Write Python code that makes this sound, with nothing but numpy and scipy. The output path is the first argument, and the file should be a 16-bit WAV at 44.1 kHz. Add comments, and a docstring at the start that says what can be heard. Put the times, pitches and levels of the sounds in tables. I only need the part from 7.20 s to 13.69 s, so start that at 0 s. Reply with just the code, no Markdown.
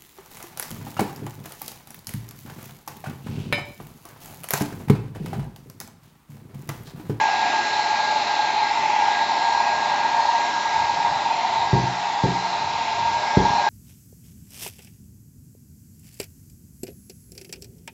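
"""A handheld hair dryer sweeps over a hollow wooden box on a craft table in a small room.
Throughout, noise howls through sliding barrel resonances and hisses in nozzle bands over the
whine of a seven-blade fan: sines locked to the shaft. Low noise swells as hands lift and move the box.
A hand pats it twice, with a faint touch after the first pat, ringing its decaying modes. Last, it is
set back with a knock and small bounces that ring the table; sparse echoes give the room."""
import sys
import numpy as np
from scipy import signal
from scipy.fft import rfft, irfft
from scipy.io import wavfile
from scipy.ndimage import uniform_filter1d

SR = 44100
rng = np.random.default_rng(int(sys.argv[2]) if len(sys.argv) > 2 else 0)


def magnitude_from_level(level_db):
    """Linear magnitude for a level in decibels (20 dB per decade)."""
    exponent = np.asarray(level_db, float) / 20
    return 10 ** exponent


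def dump_mix(stems):
    """Bounce the given channels to the path in sys.argv[1] as a 16-bit WAV at rate SR."""
    frames = np.atleast_2d(stems).T  # one column per channel
    limited = np.clip(frames, -1, 1)  # hard clip at full scale
    pcm = np.round(limited * 32767).astype(np.int16)
    wavfile.write(sys.argv[1], SR, pcm)


N = 286209

# the air as the dryer turns and moves: (time [s], howl level [dB], extra of the lower barrel
# resonances [dB], hiss level before a 1.5 dB lift [dB], extra of the low nozzle band [dB],
# extra of the high nozzle bands [dB])
AIR_MOTION = [(0.0, -21, 2.5, -30, 2, -3), (0.5, -24, 3, -29.5, -3, -0.5),
              (1.0, -23.5, 2.5, -30.5, -3.5, 0), (1.4, -22, -3.5, -30, 1, 2.5),
              (1.75, -21, -0.5, -30, 3, -5), (2.1, -22, 5.5, -30.5, -0.5, 0.5),
              (2.5, -19.5, 4, -31, 0.5, 0), (2.9, -21, 0, -32, 0.5, -2.5), (3.4, -23, 1, -31.5, -1, -4),
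              (3.9, -21.5, 1, -32.5, -1.5, -0.5), (4.3, -21.5, -1, -32.5, -0.5, -1.5),
              (4.7, -24.5, -3, -33.5, 0, -2), (5.3, -25.5, 2, -33, -2, -2), (5.7, -24, 1.5, -33, -2.5, 0),
              (6.1, -22.5, -0.5, -32, -4, -3.5), (6.48, -19.5, 0, -31.0, -9, -0.5)]
# a faint steady tone above the hiss: (frequency [Hz], rms level [dB])
STEADY_TONE = [(7687, -65.5)]


def evened(x):
    """Normalisation by signal power: scales to rms 1."""
    return x / np.sqrt(np.mean(x ** 2) + 1e-20)


def read(points, hz):
    """Interpolation over a logarithmic frequency axis, close to equal steps of pitch."""
    f, value = np.transpose(points)
    return np.interp(np.log(hz + 1), np.log(f + 1), value)


def follow(rows, t):
    """Linear interpolation in time: each column of a curve at the times t."""
    s, *columns = np.transpose(rows)
    return [np.interp(t, s, c) for c in columns]


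def hump(t, middle, half):
    """Gaussian envelope of height 1, fallen to 1/e at half on either side of its middle."""
    return np.exp(-((t - middle) / half) ** 2)


def bell(hz, centre_hz, width):
    """Lorentzian resonance curve: half its height at half a width from the centre."""
    return 1 / (1 + (2 * (hz - centre_hz) / width) ** 2)


def noise(shape, patchy_db):
    """Short-time spectral synthesis: shape(t, hz) colours random frames, with drifting patches."""
    frames, hz = N // 512 + 5, np.fft.rfftfreq(2048, 1 / SR)[:, None]
    t = (np.arange(frames) * 512 / SR)[None]
    a, b, patches = rng.standard_normal((frames, 1025, 3)).T
    patches = uniform_filter1d(patches, size=20, axis=0)  # smooth over frequency
    patches = evened(uniform_filter1d(patches, size=16, axis=1))  # and over time
    colour = shape(t, hz)
    colour = colour / np.sqrt((colour ** 2).mean(0)) * magnitude_from_level(patchy_db * patches)
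    wave = signal.istft((a + 1j * b) * colour, nperseg=2048, noverlap=1536)[1]
    return evened(wave[:N])


def howl(t):
    """Turbulence excites barrel resonances; the main one slides as the dryer tilts, the level flutters."""
    # centre of the howl: (time [s], frequency [Hz])
    howl_centre = [(0, 880), (.5, 872), (1, 868), (1.45, 872), (1.75, 888), (2.1, 900), (2.5, 915),
                   (2.9, 918), (3.4, 908), (3.9, 912), (4.7, 910), (5.7, 910), (6.1, 915), (6.49, 915)]
    # barrel resonances around the howl: (factor on its centre, width [Hz], relative level [dB])
    barrel = [(1, 40, 6), (1.05, 150, -9.5)]
    # lower barrel resonances before their drift: (frequency [Hz], width [Hz], relative level [dB])
    lower_barrel = [(712, 38, -6.5), (600, 38, -13.5)]
    # a shoulder under the howl: (time [s], frequency [Hz], relative level [dB])
    shoulder = [(0, 807, 0), (.4, 810, -3), (.8, 810, -4), (1.2, 817, -6.5), (1.6, 843, -3.5),
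                (1.9, 822, 3), (2.2, 809, -2.5), (2.6, 838, 2.5), (3, 825, -4), (3.4, 850, -5),
                (3.8, 840, 0.5), (4.2, 783, -4.5), (4.7, 818, -1.5), (5.2, 800, 1), (5.7, 807, -9),
                (6.1, 843, -1), (6.48, 831, 3)]
    shoulder_width_hz = 57
    drift_ratio, drift_db = .009, 2.5  # size of the lower resonances' drift in pitch and level
    flutter_db, flutter_per_s = .3, 25
    drift = rng.standard_normal((len(lower_barrel), 2, 27))

    def shape(s, hz):
        centre_hz, lower_db = follow(howl_centre, s)[0], follow(AIR_MOTION, s)[1]
        shoulder_hz, shoulder_db = follow(shoulder, s)
        rows = [(k * centre_hz, w, db) for k, w, db in barrel]
        rows.append((shoulder_hz, shoulder_width_hz, shoulder_db))
        for (f, w, db), pair in zip(lower_barrel, drift):
            slide, swell = (np.interp(s, np.arange(27) / 4, row) for row in pair)  # a point each 1/4 s
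            rows.append((f * (1 + drift_ratio * slide), w, db + lower_db + drift_db * swell))
        power = sum(magnitude_from_level(2 * db) * bell(hz, f, w) ** 1.556 for f, w, db in rows)
        return np.sqrt(power)

    flutter = np.interp(t * flutter_per_s, np.arange(200), rng.standard_normal(200))
    return magnitude_from_level(follow(AIR_MOTION, t)[0] + flutter_db * flutter) * noise(shape, patchy_db=1.0)


def hiss(t):
    """Jet turbulence gives broadband noise; its resonances swell and slide as the jet swings."""
    # broadband spectrum: (frequency [Hz], relative level per Hz [dB])
    hiss_spectrum = [(24, -95), (60, -51.5), (125, -31.5), (200, -25), (420, -20), (500, -30.5), (880, -16),
                     (1150, -18), (1550, -22), (2500, -19), (3050, -24), (4500, -23.5), (5500, -25.5),
                     (6100, -30), (7500, -32)]
    # low, middle and two high bands: (factor on the band centre, width [Hz], relative level per Hz [dB])
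    nozzle = [(0.961, 350, -15.5), (1.2, 410, -24), (0.952, 640, -19), (1.023, 260, -16.5)]
    # the bands slide as the jet nears the box or leaves it: (time [s], low band centre [Hz],
    # high band centre [Hz], extra of the band between [dB])
    jet_motion = [(0.0, 2110, 4020, 3.5), (0.49, 2040, 4020, 0), (0.67, 2140, 4090, -1.5),
                  (0.74, 1960, 4150, 5), (0.89, 2300, 4130, 3.5), (1.1, 2120, 4070, 4),
                  (2.6, 2060, 4045, 2), (3.03, 1895, 4140, -2), (3.25, 2130, 4060, -4.5),
                  (4.08, 2070, 3910, -0.5), (4.12, 2150, 4060, 6), (4.75, 2030, 3900, -6.5),
                  (4.99, 2030, 3980, -9.5), (5.69, 2185, 4010, -2), (5.87, 2026, 3830, 3.5),
                  (5.93, 2290, 3950, -1), (6.45, 2060, 4010, -5), (6.49, 2096, 4160, 0.5)]
    # the high bands flare as the jet sweeps past: (middle [s], extra [dB], half length [s])
    flares = [(0.188, 8.5, 0.046), (0.524, 2.5, 0.03), (2.056, 3.5, 0.041), (4.403, 5, 0.034)]

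    def shape(s, hz):
        low_db, high_db = follow(AIR_MOTION, s)[3:]
        low_hz, high_hz, middle_db = follow(jet_motion, s)
        high_db = high_db + sum(db * hump(s, middle, half) for middle, db, half in flares)
        moves = (low_hz, low_db), (low_hz, middle_db), (high_hz, high_db), (high_hz, high_db)
        bands = 0
        for (k, w, db), (f, extra_db) in zip(nozzle, moves):
            bands = bands + magnitude_from_level(2 * (db + extra_db)) * bell(hz, k * f, w) ** 2
        return np.sqrt(magnitude_from_level(2 * read(hiss_spectrum, hz)) + bands) * (hz < 8000)

    return magnitude_from_level(follow(AIR_MOTION, t)[2] + 1.5) * noise(shape, patchy_db=1.27)


def whine(t):
    """Blade passing sounds at shaft speed times blade count, fading as the dryer moves; orders waver."""
    # blade tone before roughening: (time [s], frequency [Hz], rms level [dB])
    blade_tone = [(0.0, 1635, -28.5), (0.27, 1634, -32), (0.4, 1634, -29), (0.61, 1634, -33),
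                  (0.87, 1634, -30), (1.01, 1618, -39), (1.05, 1616, -40.5), (1.1, 1620, -33),
                  (1.28, 1621, -32.5), (1.37, 1614, -45.5), (1.41, 1616, -39), (1.48, 1631, -30.5),
                  (1.55, 1632, -47.5), (1.97, 1634, -29.5), (2.13, 1631, -37.5), (2.26, 1634, -32),
                  (2.29, 1625, -33.5), (2.44, 1633, -32), (3.11, 1627, -37), (3.33, 1634, -32),
                  (4.08, 1632, -41), (4.17, 1624, -54), (4.37, 1642, -45.5), (4.41, 1627, -38.5),
                  (4.45, 1621, -44), (4.47, 1640, -37.5), (4.55, 1626, -39), (4.7, 1625, -42),
                  (4.92, 1621, -46), (4.99, 1626, -39.5), (5.55, 1624, -43.5), (6.33, 1631, -32.5),
                  (6.36, 1641, -40.5), (6.49, 1620, -29)]
    # shaft orders before wavering and sinking: (multiple of the shaft speed, rms level [dB])
    shaft_orders = [(1, -55), (2, -58), (3, -44), (6, -49), (8, -53), (12, -51), (14, -55), (21, -59),
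                    (30, -66), (31, -66)]
    blades = 7
    blade_hz, blade_db = follow(blade_tone, t)
    turns = np.cumsum(blade_hz) / blades / SR
    # uneven inflow roughens the tone in level and phase
    eddies = evened(uniform_filter1d(rng.standard_normal((2, N)), size=1500))
    out = magnitude_from_level(blade_db + 1.0 * eddies[0]) * np.sin(2 * np.pi * blades * turns + 0.62 * eddies[1])
    # the orders sink with the hiss, by half its dB, when the dryer turns away
    turned_db = uniform_filter1d(follow(AIR_MOTION, t)[2], size=20000)
    turned_db = 0.5 * (turned_db - turned_db.max())
    for (k, db), row in zip(shaft_orders, rng.standard_normal((len(shaft_orders), 2, 40))):
        waver, slip = (np.interp(t, np.linspace(0, t[-1], len(r)), r) for r in row)
        out += magnitude_from_level(db + turned_db + 3 * waver) * np.sin(2 * np.pi * k * turns + 2.5 * slip)
    for hz, db in STEADY_TONE:
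        out += magnitude_from_level(db) * np.sin(2 * np.pi * hz * t)
    return np.sqrt(2) * out  # sine peak for the stated rms


def side(hz):
    """Modal polarity: deep modes push outward together; higher panel modes start either way."""
    return 1 if hz < 300 else rng.choice([-1, 1])


def knocks(blows, modes):
    """Impact excitation: a damped pressure swing, a dense thud of loose parts and decaying modes."""
    # loose parts shaken by a blow: (frequency [Hz], relative level per Hz [dB])
    thud_spectrum = [(40, -34), (65, -11), (120, -4), (250, -1), (400, 0), (600, -9), (1000, -26),
                     (2000, -60)]
    thud_t60 = .36  # s
    rings, pushes, t = np.zeros(N), np.zeros(N), np.arange(SR // 2) / SR
    thud_colour = magnitude_from_level(read(thud_spectrum, np.fft.rfftfreq(len(t), 1 / SR)))
    for s, ring_db, contact, push_db, way, deep_db, thud_db in blows:
        # a panel pressed in first springs back, then rings
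        late = np.maximum(t - 3.2 * contact * (way < 0), 0)
        ring = np.zeros(len(t))
        for hz, db, t60 in modes:
            level_db = db + deep_db * (hz < 140) - 60 * late / t60
            ring += side(hz) * magnitude_from_level(level_db) * np.sin(2 * np.pi * hz * late)
        ring *= 1 - np.exp(-late / 0.0012)  # soft onset
        u = t / contact
        push = way * np.sin(np.pi * u / 3.2) * np.exp(-u / 2.8)
        loose = irfft(rfft(rng.standard_normal(len(t))) * thud_colour, len(t))
        thud = magnitude_from_level(thud_db - 60 * t / thud_t60) * (1 - np.exp(-t / .004)) * evened(loose)
        struck = magnitude_from_level(ring_db) * ring / abs(ring).max() + thud
        pushed = magnitude_from_level(push_db) * push / abs(push).max()
        for mix, sound in (rings, struck), (pushes, pushed):
            part = mix[round(s * SR):][:len(t)]
            part += sound[:len(part)]
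    return np.array([rings, pushes])


def rumble(t):
    """Friction and handling as low band-limited noise from the table, swelling while hands move the box."""
    # hands lift, turn and slide the box: (middle [s], swell over the floor's gain [dB], half length [s])
    handling = [(3.61, -46, 0.078), (3.875, -48, 0.16), (4.438, -46, 0.081), (5.497, -45.5, 0.13),
                (5.868, -41, 0.12)]
    floor_db, centre_hz, width_hz = -55, 120, 110
    low = noise(lambda s, hz: bell(hz, centre_hz, width_hz) + 0 * s, patchy_db=0.0)
    swells = sum(magnitude_from_level(db) * hump(t, s, half) for s, db, half in handling)
    return (magnitude_from_level(floor_db) + swells) * low


def room(x):
    """Reverberation by convolution: sparse taps of random sign, each band dying at its own speed."""
    # reverberation time: (frequency [Hz], t60 [s])
    reverberation = [(60, 0.55), (250, 0.56), (1000, 0.23)]
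    taps = np.zeros(SR)
    at = np.arange(300, SR - 20, 20)
    taps[at + rng.integers(0, 20, len(at))] = rng.choice([-1., 1.], len(at))
    hz, t, z = signal.stft(taps, SR, nperseg=1024)
    t60 = np.maximum(read(reverberation, hz), .05)[:, None]
    tail = signal.istft(z * magnitude_from_level(-60 * t / t60), SR, nperseg=1024)[1]
    return signal.fftconvolve(x, tail / np.linalg.norm(tail))[:N]


def scene():
    """Superposition: the room spreads pushes into a ragged thud and combs fine strands into the air."""
    # modes of each body: (frequency [Hz], relative level [dB], t60 [s])
    box_modes = [(62, -15, .6), (105, -13, .3), (116, -11, .25), (127, 0, .36), (145, -10, .25),
                 (170, -7, .3), (183, -17, 1.1), (215, -16, .3), (260, -17, .4), (290, -14, .3),
                 (354, -12, .4), (382, -13, .3), (445, -20, .3), (517, -19, .25), (600, -22, .2)]
    table_modes = [(54, -22, .35), (88, -22, .25), (124, -16, .3), (150, -3, .04), (195, 0, .035),
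                   (188, -25, .8), (248, -20, .3), (292, -18, .3), (320, -9, .05), (382, -17, .3),
                   (412, -16, .22), (495, -25, .2), (620, -27, .15), (720, -22, .1)]
    # blows: (time [s], ring peak [dB], contact time scale [s], push peak [dB],
    # first swing [+1 out, -1 in], extra of modes under 140 Hz before peak scaling [dB], thud level [dB])
    pats = [(4.5303, -7, 0.0004, -11, -1, 2, -22), (4.632, -20, .0008, -30, -1, 3, -40),
            (5.037, -8.5, 0.0004, -12, -1, -4, -24)]
    set_down = [(6.1700, -40, .0005, -11, -1, 0, -40), (6.1718, -3, .00045, -4.5, 1, 0., -23),
                (6.197, -19, .0004, -24, 1, 0, -36), (6.303, -21, .0008, -34, 1, -4, -42)]
    push_echo_db, ring_echo_db, air_echo_db = -9, -19, -14
    t = np.arange(N) / SR
    rings, pushes = knocks(pats, box_modes) + knocks(set_down, table_modes)
    air = howl(t) + hiss(t)
    echo = room(magnitude_from_level(push_echo_db) * pushes + magnitude_from_level(ring_echo_db) * rings + magnitude_from_level(air_echo_db) * air)
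    return (air + whine(t) + rumble(t) + rings + pushes + echo)[None]


def roll_off(x):
    """The treble ends steeply here."""
    return signal.sosfilt(signal.butter(12, 8180, fs=SR, output="sos"), x)


def record(dry):
    """Linear filtering: a microphone weak in the deep bass, a steep treble limit sparing the steady tone."""
    edge_hz = 7510
    hz = np.fft.rfftfreq(N, 1 / SR)
    low_cut = signal.freqz(*signal.butter(4, 50.0, "high", fs=SR), hz, fs=SR)[1]
    spared = abs(hz - STEADY_TONE[0][0]) < 3
    # a drop of 29.5 dB at the edge, then 0.06 dB more per Hz
    top = np.where(hz < edge_hz, 1, magnitude_from_level(-29.5 - .06 * (hz - edge_hz)))
    mix = irfft(rfft(dry) * low_cut * np.maximum(top, spared), N)
    return roll_off(mix)


dry = scene()
out = record(dry)
dump_mix(out)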